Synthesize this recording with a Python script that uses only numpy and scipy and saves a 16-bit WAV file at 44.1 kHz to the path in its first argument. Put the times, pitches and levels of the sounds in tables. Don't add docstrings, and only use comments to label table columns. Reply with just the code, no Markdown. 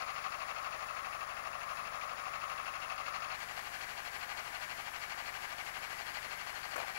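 import sys
import numpy as np
from scipy.fft import rfft, irfft, next_fast_len
from scipy.io import wavfile
from scipy.ndimage import map_coordinates

SR = 44100
rng = np.random.default_rng(int(sys.argv[2]) if len(sys.argv) > 2 else 0)


def inscribe(sig):
    pcm = np.round(np.clip(np.atleast_2d(sig).T, -1, 1) * 32767)
    wavfile.write(sys.argv[1], SR, pcm.astype(np.int16))


N = 307818

JUMP_S = 3.345
PULL_LEAD, PULL_ATTACK, PULL_HOLD, PULL_RELEASE = 0.43, 0.17, 0.27, 0.35
PULL_DB, PULL_SCATTER_DB = 7.5, 0.9
CHATTER_T60 = 0.13
CATCH_S = 0.016
PING_SCATTER_DB, PING_JITTER_TURNS = 2, 0.0011
SNAG_S, SNAG_DB, SNAG_FALL_DB_PER_S = 6.764, -38.5, 380
THUD_HZ, THUD_DB = 340, -22
BUZZ_HZ, BUZZ_JOLT_S = 25, .0258
WHISTLE_HZ, TOP_HZ = 15625, 15800

# time of one claw strike in seconds, turns a second.
SHAFT_RUNS = [(.0225, 12.415), (3.4295, 12.404)]
CLATTER_DB = [-47, -51]

# frequency in Hz, relative level in dB.
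HOUSING_FIRST = [(150, -25), (350, -35), (470, -13), (560, -7.5), (750, -0.5), (900, -6.5), (990, -5.5),
                 (1110, 2), (1235, 1), (1520, -5.5), (2350, -6), (3000, -20), (7000, -22.5), (8200, -41)]
HOUSING_SECOND = [(150, -40), (330, -11.5), (480, -11), (570, -4.5), (760, 3.5), (880, -2.5), (1040, -2),
                  (1280, -3.5), (1600, 0.5), (2300, -3.5), (3700, -16.5), (4500, -14.5), (7000, -15.5),
                  (11000, -30)]
SLIDE_COLOUR = [(600, -5.5), (1200, -1.5), (2000, -2), (3000, 5), (5000, 1), (6000, -3), (6700, -0.5),
                (9000, -5)]
KNOCK_COLOUR = [(420, -5.5), (560, 3.5), (750, -1), (1200, 1), (2000, -14), (5000, -3), (9000, -13)]
CLICK_COLOUR = [(1200, -6.5), (2200, 13), (3700, -6), (4500, 12.5), (5300, 11), (6100, -1), (6900, 7.5),
                (8200, -35)]
MOTOR_COLOUR = [(330, -7), (600, -4.5), (1150, 4), (1800, 3.5), (3000, -6.5), (8000, -7)]
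RATTLE_COLOUR = [(150, -20), (320, 0), (440, 2), (540, 10), (750, 11), (1030, 9.5), (1600, 5.5), (2300, 6),
                 (3200, -5), (4500, -16), (9000, -28)]
TICK_COLOUR = [(500, -21), (1200, 15), (3000, -8), (7500, -3), (12000, -7), (15500, -10)]

# pitch in Hz, width in Hz, level in dB in the first stretch, then in the second.
METAL_NOTES = [(2516, 93, -16, -2.5), (2628, 210, 5, -4), (2772, 150, -0.5, -1), (2907, 170, -8.5, -5),
               (3115, 230, -7.5, -10.5)]
PANEL_NOTES = [(1800, 39, -14, -29), (1899, 41, -26, -2.5), (1983, 62, -11, -0.5), (2040, 38, 3, 3.5),
               (2110, 92, 2, -0.5), (2251, 84, 0, 2.5), (2318, 65, -6, -0.5)]
GUIDE_NOTES = [(4293, 220, 0, 0.5), (4604, 270, -5, -2)]
# time in seconds, level in dB.
GUIDE_LEVELS = [(0, -13), (.85, -14), (1.3, -26), (2.5, -21), (2.95, -16), (3.3, -8), (3.45, -6), (4.3, -7),
                (5.25, -6.5), (5.65, -10), (6.1, -3), (6.6, -3)]
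# time in seconds, friction in dB, metal chatter in dB.
FILM_TIGHTNESS = [(0, 0, -2), (.7, -1.5, -2), (1.549, -5, -2.5), (2.4, -1.5, -3), (2.75, -3, 2.5),
                  (3.3, 0.5, -0.5), (3.45, -0.6, 2), (4.2, -1, 3.5), (5.002, -0.5, 5), (6.6, 0.5, 1)]
# time in seconds, extra drag in dB.
FILM_CATCHES = [(.02, 1.5), (2.68, 3.5), (2.83, 1), (3.241, 0.5), (4.555, 2.5), (4.635, 1.5), (4.718, 0.5),
                (6.33, 0)]
# turns after the strike, level in dB.
METAL_JOLTS = [(-.295, 3), (-.015, 0)]
# turns after the strike, level in dB,
# turns between bounces, loss per bounce in dB (below zero, the bounces grow).
CLAW_KNOCKS = [(-.29, -1, 0.1, -1.5), (-.005, 3.5, 0.11, 3), (0.461, -2, 0.055, 2.5)]
# turns after the strike, level in dB, t60 in seconds.
CLAW_CLICKS = [(-.5, -6, .1), (-.28, -8, .04), (-.028, -2, 0.019)]
# turns after the strike, pitch in Hz, t60 in seconds,
# level in dB in the first stretch, then in the second.
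SMALL_PARTS = [(-.02, 1235, 0.083, -40.5, -58), (-.29, 2610, 0.047, -46.5, -45),
               (-0.05, 4000, 0.018, -59, -48)]
# time in seconds, extra level in dB.
HARD_HITS = [(.264, 8), (1.07, 6.5), (1.714, 7), (1.795, 9.5), (2.358, 6), (2.439, 9), (3.083, 4),
             (3.325, 8)]
# multiple of the turn rate, level in dB in the first stretch, then in the second.
GEAR_TONES = [(54, -67, -68), (84, -66, -66), (95, -54, -63), (97, -68, -64), (99, -59.5, -65),
              (102, -55.5, -72), (107, -60, -74), (109, -59.5, -74), (117, -60, -72), (130, -74, -59),
              (135, -64, -74), (141, -74, -63), (153, -68, -63), (155, -74, -62), (158, -72, -62.5),
              (165, -74, -66), (169, -65, -74)]
# start in seconds, thump level in dB, thump pitch in Hz, rattle level in dB.
HOLLOW_KNOCKS = [(.7475, -33, 680, -41), (6.7395, -35, 760, -38), (6.7585, -26, 1270, -35),
                 (6.7635, -26.5, 1030, -38), (6.7795, -27, 700, -35), (6.787, -35, 520, -41),
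                 (6.8005, -27, 700, -36.5), (6.816, -36, 1100, -38), (6.8305, -33, 950, -37),
                 (6.846, -35.5, 780, -42)]

# multiple of BUZZ_HZ, level in dB.
BUZZ_TONES = [(1, -72), (2, -72.5), (3, -71), (4, -86), (5, -71.5), (6, -89), (7, -78), (8, -87.5),
              (9, -77), (10, -82.5), (11, -84.5), (13, -85.5), (15, -80), (17, -78)]
# frequency in Hz, relative level in dB.
RUMBLE_COLOUR = [(12, 7), (40, -13), (90, -5.5), (150, 4), (280, -5), (500, 0.5), (1200, 0.5),
                 (4000, -15.5)]
HISS_FIRST = [(3000, 2.5), (6800, 0), (7600, -1.5), (8100, -80), (8700, -4), (10000, 2.5), (11200, -1.5),
              (12500, -9.5), (13700, -8.5), (14800, -12), (15700, -7)]
HISS_SECOND = [(3000, 10), (6800, 7), (8500, 3.5), (10000, 6.5), (11100, 11), (12500, 5), (14000, 2.5),
               (15600, -13)]


def projector(stretch, housing, slide_db, knock_db, metal_db, panel_db, motor_db, click_db,
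              gear_db, gear_load):
    t = np.arange(N) / SR
    strike_s, rate = SHAFT_RUNS[stretch]
    turns = rate * (t - strike_s + .00016 * wobble(2) + .00002 * wobble(18))
    pull_db = film_pulls(turns)
    drag = unit(amp(pull_db + .6 * wobble(22) + 1.3 * wobble(450)))
    slide = coloured(drag * rubbing(turns, share=0.35), housing, SLIDE_COLOUR)
    metal = metal_chatter(turns, rate, stretch)
    panels = ringing(unit(drag ** 1.25) * rng.standard_normal(N), PANEL_NOTES, stretch)
    guide = ringing(unit(drag ** 2) * rng.standard_normal(N), GUIDE_NOTES, stretch)
    guide *= amp(np.interp(t, *np.transpose(GUIDE_LEVELS)))
    knocks = claw_knocks(turns, rate, housing, t60=.038, scatter_db=.9)
    clicks = claw_clicks(turns, rate)
    motor = coloured(rubbing(turns, share=0.14), housing, MOTOR_COLOUR)
    times, friction_db, chatter_db = np.transpose(FILM_TIGHTNESS)
    film = amp(slide_db) * slide + amp(panel_db) * panels + amp(click_db) * clicks
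    film *= amp(np.interp(t, times, friction_db))
    metal *= amp(metal_db + np.interp(t, times, chatter_db))
    catches = amp(sum(db * np.exp(-((t - at) / CATCH_S) ** 2) for at, db in FILM_CATCHES))
    clatter = catches * (film + metal + guide) + amp(knock_db) * knocks + amp(motor_db) * motor
    teeth = amp(gear_db) * unit(amp(gear_load * pull_db)) * gears(turns, stretch)
    return amp(CLATTER_DB[stretch]) * clatter + teeth + pings(turns, rate, stretch)


def film_pulls(turns):
    turn, since = np.divmod(turns - turns[0] // 1 + 1 + PULL_LEAD, 1)
    corners = np.cumsum([0, PULL_ATTACK, PULL_HOLD, PULL_RELEASE])
    depth_db = PULL_DB + PULL_SCATTER_DB * rng.standard_normal(size=128)
    return depth_db[turn.astype(int)] * np.interp(since, corners, [0, 1, 1, 0])


def claw_knocks(turns, rate, housing, t60, scatter_db):
    power = np.zeros(N)
    for at, db, gap, loss_db in CLAW_KNOCKS:
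        for bounce in range(4):
            turn, since = np.divmod(turns - turns[0] // 1 + 2 - at - bounce * gap, 1)
            strength = amp(db - bounce * loss_db + scatter_db * rng.standard_normal(size=128))
            power += (strength[turn.astype(int)] * amp(-60 * since / rate / t60)) ** 2
    return coloured(unit(np.sqrt(power)) * rubbing(turns, share=0.53), housing, KNOCK_COLOUR)


def claw_clicks(turns, rate):
    bursts = sum(amp(db - 60 * ((turns - at) % 1) / rate / t60) for at, db, t60 in CLAW_CLICKS)
    return coloured(unit(bursts) * rng.standard_normal(N), CLICK_COLOUR)


def metal_chatter(turns, rate, stretch):
    shaking = sum(amp(db - 60 * ((turns - at) % 1) / rate / CHATTER_T60) for at, db in METAL_JOLTS)
    return ringing(unit(shaking) * rubbing(turns, share=0.6), METAL_NOTES, stretch)


def pings(turns, rate, stretch):
    t = np.arange(N) / SR
    sound = np.zeros(N)
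    for at, hz, t60, *levels_db in SMALL_PARTS:
        turn, since = np.divmod(turns - turns[0] // 1 + 1 - at, 1)
        strength, late = rng.standard_normal(size=(128, 2))[turn.astype(int)].T
        age_s = np.maximum(since - PING_JITTER_TURNS * np.abs(late), 0) / rate
        fade = amp(levels_db[stretch] + PING_SCATTER_DB * strength - 60 * age_s / t60)
        sound += fade * np.sin(2 * np.pi * hz * age_s)
    return sound * amp(sum(db * (np.abs(t - at) < .5 / rate) for at, db in HARD_HITS))


def gears(turns, stretch):
    sound = np.zeros(N)
    for multiple, *levels_db in GEAR_TONES:
        level = amp(levels_db[stretch] + 2 * wobble(7))
        phase = 2 * np.pi * (round(multiple) * turns + rng.random()) + .4 * wobble(22)
        sound += level * np.sqrt(2) * np.sin(phase)
    return sound


def hollow_knocks(thump_t60, thump_attack_s, rattle_t60, tick_t60):
    t = np.arange(N) / SR
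    age_s = t[:SR // 10]
    thumps, rattles, ticks = np.zeros((3, N))
    thud = amp(THUD_DB) * np.sin(2 * np.pi * THUD_HZ * age_s)
    for start, thump_db, hz, rattle_db in HOLLOW_KNOCKS:
        shape = amp(thump_db - 60 * age_s / thump_t60) * (1 - np.exp(-age_s / thump_attack_s))
        thumps[round(start * SR):][:len(age_s)] += shape * (np.sin(2 * np.pi * hz * age_s) + thud)
        rattles += (t >= start) * amp(rattle_db - 60 * np.abs(t - start) / rattle_t60)
        tick_db = SNAG_DB - SNAG_FALL_DB_PER_S * abs(start - SNAG_S)
        ticks += (t >= start) * amp(tick_db - 60 * np.abs(t - start) / tick_t60)
    rattles = coloured(rattles * rng.standard_normal(N), RATTLE_COLOUR)
    ticks = coloured(ticks * rng.standard_normal(N), TICK_COLOUR)
    return thumps + rattles + ticks


def electronics(buzz_db, whistle_db, rumble_db):
    t = np.arange(N) / SR
    tone = lambda hz, db: np.sqrt(2) * amp(db) * np.sin(2 * np.pi * hz * (t - BUZZ_JOLT_S))
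    buzz = sum(tone(round(multiple) * BUZZ_HZ, db + buzz_db) for multiple, db in BUZZ_TONES)
    whistle = tone(WHISTLE_HZ, whistle_db)
    rumble = amp(rumble_db) * noise_pair(RUMBLE_COLOUR)
    return buzz * amp([[2.7], [-4.3]]) + whistle * amp([[0], [-3]]) + rumble * amp([[0], [-6]])


def hiss(colour, db):
    return noise_pair(colour) * amp(db + 0.78 * wobble(23)) * amp([[0], [-18.5]])


def rubbing(turns, share):
    surface = rng.standard_normal(SR // 12)
    repeated = map_coordinates(surface, [turns % 1 * len(surface)], mode="grid-wrap")
    return np.sqrt(share) * unit(repeated) + np.sqrt(1 - share) * rng.standard_normal(N)


def ringing(x, notes, stretch):
    size = next_fast_len(N + 8192)
    f = np.fft.rfftfreq(size, 1 / SR)
    response = sum(amp(db[stretch]) * (1j * f * width / (hz * hz - f * f + 1j * f * width)) ** 2
                   for hz, width, *db in notes)
    return irfft(rfft(x, size) * response / np.sqrt(np.mean(np.abs(response) ** 2)), size)[:N]


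def coloured(x, *colours):
    size = 2 * next_fast_len(N // 2 + 8192)
    log_hz = np.log(np.fft.rfftfreq(size, 1 / SR) + 1)
    gain_db = sum(np.interp(log_hz, np.log(hz + 1), db) for hz, db in map(np.transpose, colours))
    gain = unit(amp(gain_db))
    cepstrum = irfft(np.log(np.maximum(gain, 1e-4)), size)
    cepstrum[1:size // 2] *= 2
    cepstrum[size // 2 + 1:] = 0
    return irfft(rfft(x, size) * np.exp(rfft(cepstrum)), size)[:N]


def noise_pair(colour):
    return np.array([coloured(rng.standard_normal(N), colour) for _ in range(2)])


def wobble(rate):
    return map_coordinates(rng.standard_normal(int(N * rate / SR) + 4), [np.arange(N) * rate / SR])


def amp(db):
    return 10 ** (np.asarray(db) / 20)


def unit(x):
    return x / np.sqrt(np.mean(x ** 2) + 1e-20)


def scene():
    before_jump = np.arange(N) / SR < JUMP_S
    first = projector(stretch=0, housing=HOUSING_FIRST, slide_db=4.5, knock_db=2, metal_db=-3,
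                      panel_db=-6.5, motor_db=4, click_db=-10, gear_db=-1, gear_load=0.31)
    second = projector(stretch=1, housing=HOUSING_SECOND, slide_db=6, knock_db=1, metal_db=-7,
                       panel_db=2.5, motor_db=5.5, click_db=-12, gear_db=-0.5, gear_load=0.62)
    machine = np.where(before_jump, first, second)
    machine += hollow_knocks(thump_t60=0.029, thump_attack_s=0.00093, rattle_t60=0.072, tick_t60=0.055)
    left_hiss, right_hiss = np.where(before_jump, hiss(HISS_FIRST, db=-53.5), hiss(HISS_SECOND, db=-52))
    left = machine + left_hiss
    right = right_hiss - amp(-19) * (machine + 0.25 * left_hiss)
    return np.array([left, right]) + electronics(buzz_db=-1, whistle_db=-77, rumble_db=-60)


def record(dry):
    size = next_fast_len(N + 8192)
    return irfft(rfft(dry, size) * (np.fft.rfftfreq(size, 1 / SR) < TOP_HZ), size)[:, :N]


dry = scene()
out = record(dry)
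inscribe(out)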